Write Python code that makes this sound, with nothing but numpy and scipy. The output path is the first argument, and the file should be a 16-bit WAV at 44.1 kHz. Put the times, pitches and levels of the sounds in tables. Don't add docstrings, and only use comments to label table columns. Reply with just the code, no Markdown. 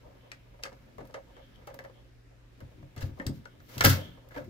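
import sys
import numpy as np
from scipy import signal
from scipy.fft import rfft, irfft, next_fast_len
from scipy.io import wavfile

SR = 44100
rng = np.random.default_rng(int(sys.argv[2]) if len(sys.argv) > 2 else 0)


def linear_from_db(decibels):
    return 10 ** (np.asarray(decibels, float) / 20)


def dump(signal):
    limited = np.clip(np.atleast_2d(signal).T, -1, 1)
    pcm = np.round(limited * 32767).astype(np.int16)
    wavfile.write(sys.argv[1], SR, pcm)


N = 198062

# frequency in Hz, level in dB rms.
HUM = [
    (118.4, -61.5),
    (242.2, -87),
]
# frequency in Hz, level in dB per Hz.
AIR_SPECTRUM = [(15, -37), (25, -12), (60, 0), (87, -57), (103, -37.5), (124, 7), (187, -57), (252, -13),
                (470, -26), (553, -25), (669, -31), (2210, -31), (8600, -45.5), (15200, -55), (16500, -63)]
# frequency in Hz, correlation up to 1 (below 0 counts as
AIR_LIKENESS = [(60, 0.68), (240, 0.56), (950, -0.62), (3770, -0.13), (15000, -0.02)]
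# frequency in Hz, width in Hz, left gain in dB, right gain in dB.
PORT_RESONANCES = [(8580, 2900, 0, -32), (13400, 430, -4, 5.5)]

# frequency in Hz, level in dB, t60 in seconds.
LEAF_MODES = [(50, -6.5, 0.074), (71.6, -7, 0.22), (94.5, 0.5, 0.27), (126, 2, 0.19), (143.6, -1.5, 0.24)]
# frequency in Hz, level in dB, t60 in seconds.
PANEL_MODES = [(174.8, -4, 0.3), (220.7, 1.5, 0.16), (266.2, 2, 0.12), (306.5, -4, 0.27), (372.5, -4, 0.15)]
# frequency in Hz, level in dB, t60 in seconds.
KNOB_MODES = [(517.4, -3, 0.03), (551.2, -7.5, 0.084), (611, -3, 0.015), (670, -11, 0.052),
              (835, -2.5, 0.0093), (832, -4, 0.023)]
# frequency in Hz, level in dB, t60 in seconds.
LATCH_MODES = [(1160, -6, .02), (1300, -3, .025), (1480, -3, .025), (1600, -3, .025), (1760, -3, .025),
               (1960, -3, .02), (2200, -4, .015), (2600, -6, .015)]
# frequency in Hz, level in dB, t60 in seconds.
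SPRING_MODES = [(3080, -4, .008), (3250, -3, .012), (3450, -6, .007)]
# frequency in Hz, level in dB, t60 in seconds.
HINGE_MODES = [(15000, 0, .012)]

# time in seconds, rubbing level in dB.
GRIP = [(0.0, -53.5), (0.21, -55), (0.59, -60.5), (0.72, -51.5), (1.01, -56.5), (1.37, -54), (1.6, -54),
        (2.0, -58.5), (2.26, -76.5), (2.66, -55.5), (3.0, -57.5), (3.06, -46), (3.15, -54), (3.659, -55.5),
        (3.75, -45.5), (3.83, -44), (4.0, -39), (4.3, -59.5)]
# peak time in seconds, hiss in dB, creep in dB.
LURCHES = [
    (1.01, -76, -43.5),
    (2.79, -76, -50.5),
    (3.06, -54, -40),
    (3.19, -61, -48),
    (3.36, -57, -42.5),
    (3.75, -45.5, -57),
    (3.94, -32, -30.5),
    (4.05, -52.5, -45.5),
    (4.38, -54, -55),
    (4.47, -65, -41.5),
]
# peak time in seconds, level in dB.
WHINES = [
    (0.25, -62),
    (1.37, -59.5),
    (1.43, -58.5),
    (1.55, -63),
    (1.97, -61.5),
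    (3.51, -65.5),
    (4.02, -44.5),
    (4.13, -68),
]
# peak time in seconds, level in dB.
SQUEAKS = [
    (3.625, -79.5),
    (4.11, -84),
]
# time in seconds, boom in dB, panel level in dB, push in seconds.
KNOCKS = [(2.621, -37, -48.5, 0.008), (2.829, -44, -57, 0.0009), (2.969, -33, -46.5, 0.0071),
          (3.029, -20.5, -44.5, 0.0096), (3.11, -31.5, -50, 0.01), (3.198, -48, -36.5, 0.026),
          (3.265, -24.5, -34.5, 0.0073), (3.296, -33, -31, 0.00086), (3.586, -48.5, -63, 0.0075),
          (3.769, -36.5, -41, 0.0012), (3.809, -33, -39.5, 0.0017), (3.849, -16.5, -23.5, 0.0045),
          (3.869, -16.5, -21, 0.0028), (3.9, -20, -43.5, 0.004), (4.309, -57, -60.5, 0.005),
          (4.36, -51.5, -57, 0.0056), (4.408, -46.5, -51.5, 0.0035)]
# start in seconds, strength in dB,
# brightness in dB of tick over knob, chatter t60 in seconds.
CONTACTS = [(0.3173, -45.5, 12, 0.045), (0.6362, -33.5, 13.5, 0.029), (0.7287, -58, 3, 0.051),
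            (0.9823, -52.5, -28.5, 0.16), (1.053, -63, -23, 0.057), (1.1104, -64, 9, .022),
            (1.1413, -40.5, -12.5, 0.087), (1.3661, -56, -21, 0.079), (1.5597, -69, 13, 0.04),
            (1.6731, -47, -15, 0.1), (1.7899, -45, -9.5, 0.059), (1.8401, -54.5, -18, 0.06),
            (1.8494, -48.5, -21, 0.05), (1.898, -58, -23, 0.018), (2.6046, -54.5, -18.5, 0.075),
            (2.827, -59, -25, .027), (2.9634, -51, -11, 0.29), (2.9779, -54, 13, 0.15),
            (3.1985, -43.5, -18, 0.044), (3.2659, -40.5, 9, 0.08), (3.455, -47.5, -6.5, 0.037),
            (3.602, -59, -3, 0.06), (4.174, -60.5, -30.5, 0.048)]
# start in seconds, tick in dB.
FLICKS = [(0.9823, -65), (1.053, -64), (1.073, -60.5), (1.6713, -53.5), (1.7431, -50.5), (1.7899, -61),
          (1.8401, -64), (2.6046, -62.5), (2.9634, -59), (3.2659, -45), (3.757, -52.5), (3.7804, -38),
          (3.8493, -15), (4.2877, -61)]
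# start in seconds, strength in dB, brightness in dB.
SLIDES = [(0.1634, -72, -4), (0.5344, -60, -28), (0.5864, -56, -27), (0.625, -42, 7), (0.6524, -36, -4),
          (0.7144, -54.5, -27), (0.8714, -68, -24), (1.0004, -46.5, -17), (1.0444, -57.5, -3),
          (1.0874, -59.5, -33), (1.1604, -50, -35.5), (1.2074, -70, -7), (1.3844, -55.5, -28),
          (1.6114, -58, -23), (1.6944, -47, -20), (1.7344, -50, -25), (1.8114, -57, -27),
          (2.3034, -62, -21), (2.7764, -65, -15)]
# start in seconds, strength in dB, brightness in dB,
# chatter t60 in seconds.
SCUFFS = [
    (3.004, -39, -1, 0.13),
    (3.0204, -38, 9.5, 0.069),
    (3.186, -42.5, -8, 0.039),
    (3.2084, -53, -18, 0.26),
    (3.2914, -54, -27, 0.073),
]
# start in seconds, strength in dB, brightness in dB,
# chatter t60 in seconds.
STRIKES = [
    (3.7804, -53, 27, 0.21),
    (3.8085, -23.5, 9, 0.039),
    (3.8473, -27, 13.5, .04),
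    (3.8593, -29, 30.5, 0.068),
]
# start in seconds, strength in dB, brightness in dB,
# chatter t60 in seconds.
GRINDS = [(3.685, -59, 4, 0.6), (3.7644, -43, -28, 0.032), (3.816, -27, -2, 0.077), (3.837, -15.5, 5, 0.09),
          (3.8524, -21, 8, 0.052), (3.8674, -31.5, 18.5, 0.3), (3.8914, -32, 25, 0.17),
          (4.3066, -56, -20, 0.16), (4.34, -49, -16.5, .1), (4.3564, -41, -26.5, 0.05),
          (4.3704, -42, -17, 0.075), (4.3854, -55, -27, 0.089), (4.4114, -58, -32.5, .11),
          (4.4404, -57, 12, .068)]
# start in seconds, level in dB, pitch in Hz.
PINGS = [(0.3175, -40, 1910), (0.3175, -42.5, 1650), (0.3167, -39, 2410), (0.654, -32.5, 1290),
         (1.111, -67, 1510), (1.144, -38, 1234), (1.142, -46, 1830), (1.367, -47, 1840), (1.558, -53, 3260),
         (1.675, -39.5, 817), (1.675, -45, 1260), (1.7901, -33.5, 1760), (1.848, -42.5, 1760),
         (1.848, -43, 560), (1.898, -47, 511), (2.83, -54, 696), (3.02, -38.5, 1710), (3.199, -31.5, 1800),
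         (3.267, -28, 4870), (3.268, -30, 8160), (3.457, -38, 1465)]
# start in seconds, level in dB, pitch in Hz.
SHUT_PINGS = [(3.808, -25.5, 826), (3.807, -25, 1380), (3.812, -38, 2200), (3.843, -18.5, 798),
              (3.846, -29.5, 1380), (3.859, -25, 1667), (3.879, -33.5, 3620), (3.89, -22, 260.8),
              (3.893, -23.5, 5100), (3.85, -24.5, 6340), (4.309, -44.5, 1740), (4.362, -42, 911),
              (4.364, -44, 2240), (4.374, -36, 1620), (4.366, -36.5, 287), (4.385, -36, 590),
              (4.409, -40, 512)]
# gain of one port in dB, left then right.
PING_SIDES_DB = [
    [2],
    [-6],
]


def rms_one(x):
    return x / np.sqrt(np.mean(x ** 2) + 1e-20)


def at_hz(points, hz):
    point_hz, value = np.array(points).T
    return np.interp(np.log(hz), np.log(point_hz), value)


def band(x, low_hz, high_hz):
    return signal.sosfilt(signal.butter(2, [low_hz, high_hz], "band", fs=SR, output="sos"), x + 1e-18)


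def drift(rate_hz):
    r = np.exp(-80 * np.pi * rate_hz / SR)
    slow = signal.lfilter([1], [1, -2 * r, r * r], rng.standard_normal(N // 40 + 2002))[2000:]
    return np.interp(np.arange(N) / 40, np.arange(len(slow)), rms_one(slow))


def body(force, modes):
    out = 0
    for k, (hz, level_db, t60_s) in enumerate(modes):
        r, w = linear_from_db(-60 / (t60_s * SR)), 2 * np.pi * hz / SR
        gain = (-1) ** k * linear_from_db(level_db) * np.sin(w)
        out = out + signal.lfilter([0, gain], [1, -2 * r * np.cos(w), r * r], force + 1e-18)
    return out


def grains(per_s, spread_db, size):
    hit = rng.random(size) < per_s / SR
    strength = linear_from_db(spread_db * np.minimum(rng.exponential(1, size), 4))
    return rms_one(hit * strength * rng.choice([-1, 1], size))


def swells(rows, rise_db_per_s, fall_db_per_s):
    s, *peaks_db = np.transpose(rows)
    late = np.arange(N) / SR - s[:, None]
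    loss_db = np.maximum(-rise_db_per_s * late, fall_db_per_s * late)
    return [np.max(db[:, None] - loss_db, axis=0) for db in peaks_db]


def hum():
    t = np.arange(N) / SR
    return sum(np.sqrt(2) * linear_from_db(db + 1.4 * drift(1.2)) * np.sin(2 * np.pi * hz * t) for hz, db in HUM)


def air():
    out, edges = 0, 22 * 2 ** np.arange(0, 9.8, .5)
    white = rng.standard_normal((2, 2, N))
    for k, (low, high) in enumerate(zip(edges, edges[1:])):
        mid, side = band(white[k % 2], low, high)
        hz = np.sqrt(low * high)
        alike = np.clip(at_hz(AIR_LIKENESS, hz), 0, 1)
        stereo = np.sqrt(1 + alike) * mid + np.sqrt(1 - alike) * side * [[1], [-1]]
        out = out + linear_from_db(at_hz(AIR_SPECTRUM, hz) + 1.3 * drift(2)) * stereo
    return linear_from_db(-58.5) * rms_one(out)


def hall(x):
    t60_s, wall_cut_hz = 0.15, 7000
    size = next_fast_len(N + SR)
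    hz = np.arange(size // 2 + 1) * SR / size
    out = np.zeros((2, len(hz)), complex)
    for k, lag_s in enumerate(rng.uniform(0.0051, .03, 20)):
        delay = np.exp(-2j * np.pi * hz * lag_s)
        loop = linear_from_db(-60 * lag_s / t60_s) * delay / (1 + 1j * hz / wall_cut_hz * lag_s * 15)
        out[k % 2] += (-1) ** (k // 2) * loop / (1 - loop)
    return irfft(out * rfft(x, size), size)[:, :N]


def door(creep_db):
    lead_s = 0.00756
    boom, panel = linear_from_db(creep_db - 35) * linear_from_db(2.03 * drift(5.3)) * rng.standard_normal((2, N))
    for s, boom_db, panel_db, push_s in KNOCKS:
        push = np.hanning(round(np.clip(push_s, .001, .02) * SR))
        at = round((s - lead_s) * SR)
        boom[at:at + len(push)] += linear_from_db(boom_db) * push / push.sum()
        panel[at] += linear_from_db(panel_db - 1.5)
    return body(boom, LEAF_MODES) + band(body(panel, PANEL_MODES), 110, 580)


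def whines(metal_rub, knob_rub, whine_db):
    squeak_db, = swells(SQUEAKS, rise_db_per_s=798.5, fall_db_per_s=250.5)
    spring = linear_from_db(whine_db - 15.5) * body(knob_rub, SPRING_MODES)
    return spring + linear_from_db(squeak_db) * body(metal_rub, HINGE_MODES)


def pings():
    out = np.zeros(N + SR)
    for s, db, hz in PINGS + SHUT_PINGS:
        t60_s = 48 / hz
        taps = np.zeros(SR // 4)
        taps[[0, *rng.integers(20, 180, 3)]] = 1, *rng.uniform(-.6, .6, 3)
        modes = [(hz, db, t60_s), (hz * 1.8, db - 45.5, t60_s * 1.4)]
        out[round(s * SR):][:len(taps)] += body(taps, modes)
    return out[:N]


def shares(rows, latch_db, sizzle_db):
    return [(s, db + bright_db / 2, sizzle_db, db + latch_db, db - bright_db / 2, t60_s)
            for s, db, bright_db, t60_s in rows]


def touches(rows, blow, rise_s):
    force, t = np.zeros((4, 2, N + SR)), np.arange(SR // 4) / SR
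    for s, tick_db, sizzle_db, latch_db, knob_db, t60_s in rows:
        shared, *own = grains(7000, 4.25, size=(3, len(t)))
        group_t60_s = np.clip(t60_s, .004, .5) * np.array([[.6], [.45], [1.01], [1.2]])
        fall = linear_from_db(-60 * t / group_t60_s) * np.minimum(t / rise_s, 1)
        burst = 0.26 * (shared + 1.884 * np.array(own)) * fall[:, None]
        burst[..., 0] += blow * np.array([[1], [.55], [1], [1]])
        at = round(s * SR)
        group_db = np.array([tick_db, tick_db + sizzle_db, latch_db, knob_db])
        force[..., at:at + len(t)] += linear_from_db(group_db)[:, None, None] * burst
    return force[..., :N]


def sharp_forces():
    flick_bright_db, flick_t60_s = 11, 0.057
    flicks = [(s, db - flick_bright_db / 2, flick_bright_db, flick_t60_s) for s, db in FLICKS]
    rows = shares(CONTACTS, latch_db=-7, sizzle_db=-11.5) + shares(flicks, latch_db=-7, sizzle_db=6)
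    rows = rows + shares(STRIKES, latch_db=2, sizzle_db=-4.5)
    return touches(rows, blow=4, rise_s=.0003)


def soft_forces():
    slide_t60_s = 0.066
    rows = shares([(*row, slide_t60_s) for row in SLIDES], latch_db=-5, sizzle_db=-9)
    rows = rows + shares(SCUFFS, latch_db=-13, sizzle_db=-2.5) + shares(GRINDS, latch_db=-2, sizzle_db=2)
    return touches(rows, blow=0, rise_s=0.0093)


def lock(metal_db, knob_db, whine_db):
    tick, sizzle, latch, knob = sharp_forces() + soft_forces()
    metal_rub, knob_rub = grains(5000, 3.4, size=(2, 2, N))
    tick = tick + linear_from_db(metal_db - 10) * metal_rub
    sizzle = sizzle + linear_from_db(metal_db - 12.5) * metal_rub
    latch = latch + linear_from_db(knob_db - 29.0) * knob_rub
    knob = knob + linear_from_db(knob_db - 13.5) * knob_rub * linear_from_db(4.6 * drift(14.3))
    bright = linear_from_db([[11], [9]]) * band(tick, 2050, 6230)
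    top = linear_from_db([[9], [8]]) * band(sizzle, 11240, 22000)
    middle = linear_from_db(17) * (band(latch, 573, 2860) + linear_from_db(-26) * body(latch, LATCH_MODES))
    low = band(linear_from_db(-12.0) * body(knob, KNOB_MODES) + linear_from_db(12.5) * band(knob, 256, 952), 489, 1436)
    ringing = linear_from_db(PING_SIDES_DB) * pings()
    return bright + top + middle + low + ringing + whines(metal_rub, knob_rub, whine_db)


def scene():
    knob_db = np.interp(np.arange(N) / SR, *np.transpose(GRIP))
    effort_db = 0.65 * (knob_db + 60)
    hiss_db, creep_db = swells(LURCHES, rise_db_per_s=196, fall_db_per_s=251)
    whine_db, = swells(WHINES, rise_db_per_s=150, fall_db_per_s=120)
    brass = lock(np.maximum(hiss_db, effort_db - 74), knob_db, whine_db)
    leaf = door(np.maximum(creep_db, effort_db - 63))
    left, right = brass + linear_from_db([[0], [-3]]) * leaf
    right_lag = 11
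    near = np.array([left, np.r_[np.zeros(right_lag), right[:-right_lag]]])
    return near + linear_from_db(-14.5) * hall(brass[0] + linear_from_db(-4.5) * leaf) + air() + hum()


def band_limit(x):
    return signal.sosfilt(signal.butter(12, 16810, fs=SR, output="sos"), x)


def record(dry):
    for hz, width_hz, *sides_db in PORT_RESONANCES:
        r = np.exp(-np.pi * width_hz / SR)
        poles = [1, -2 * r * np.cos(2 * np.pi * hz / SR), r * r]
        peak = signal.lfilter([(1 - r * r) / 2, 0, (r * r - 1) / 2], poles, dry)
        dry = dry + (linear_from_db(sides_db)[:, None] - 1) * peak
    rounded = 1.15 * np.tanh(dry / 1.15)
    mix = signal.sosfilt(signal.cheby2(12, 42, 16150, fs=SR, output="sos"), rounded)
    return band_limit(mix)


dry = scene()
out = record(dry)
dump(out)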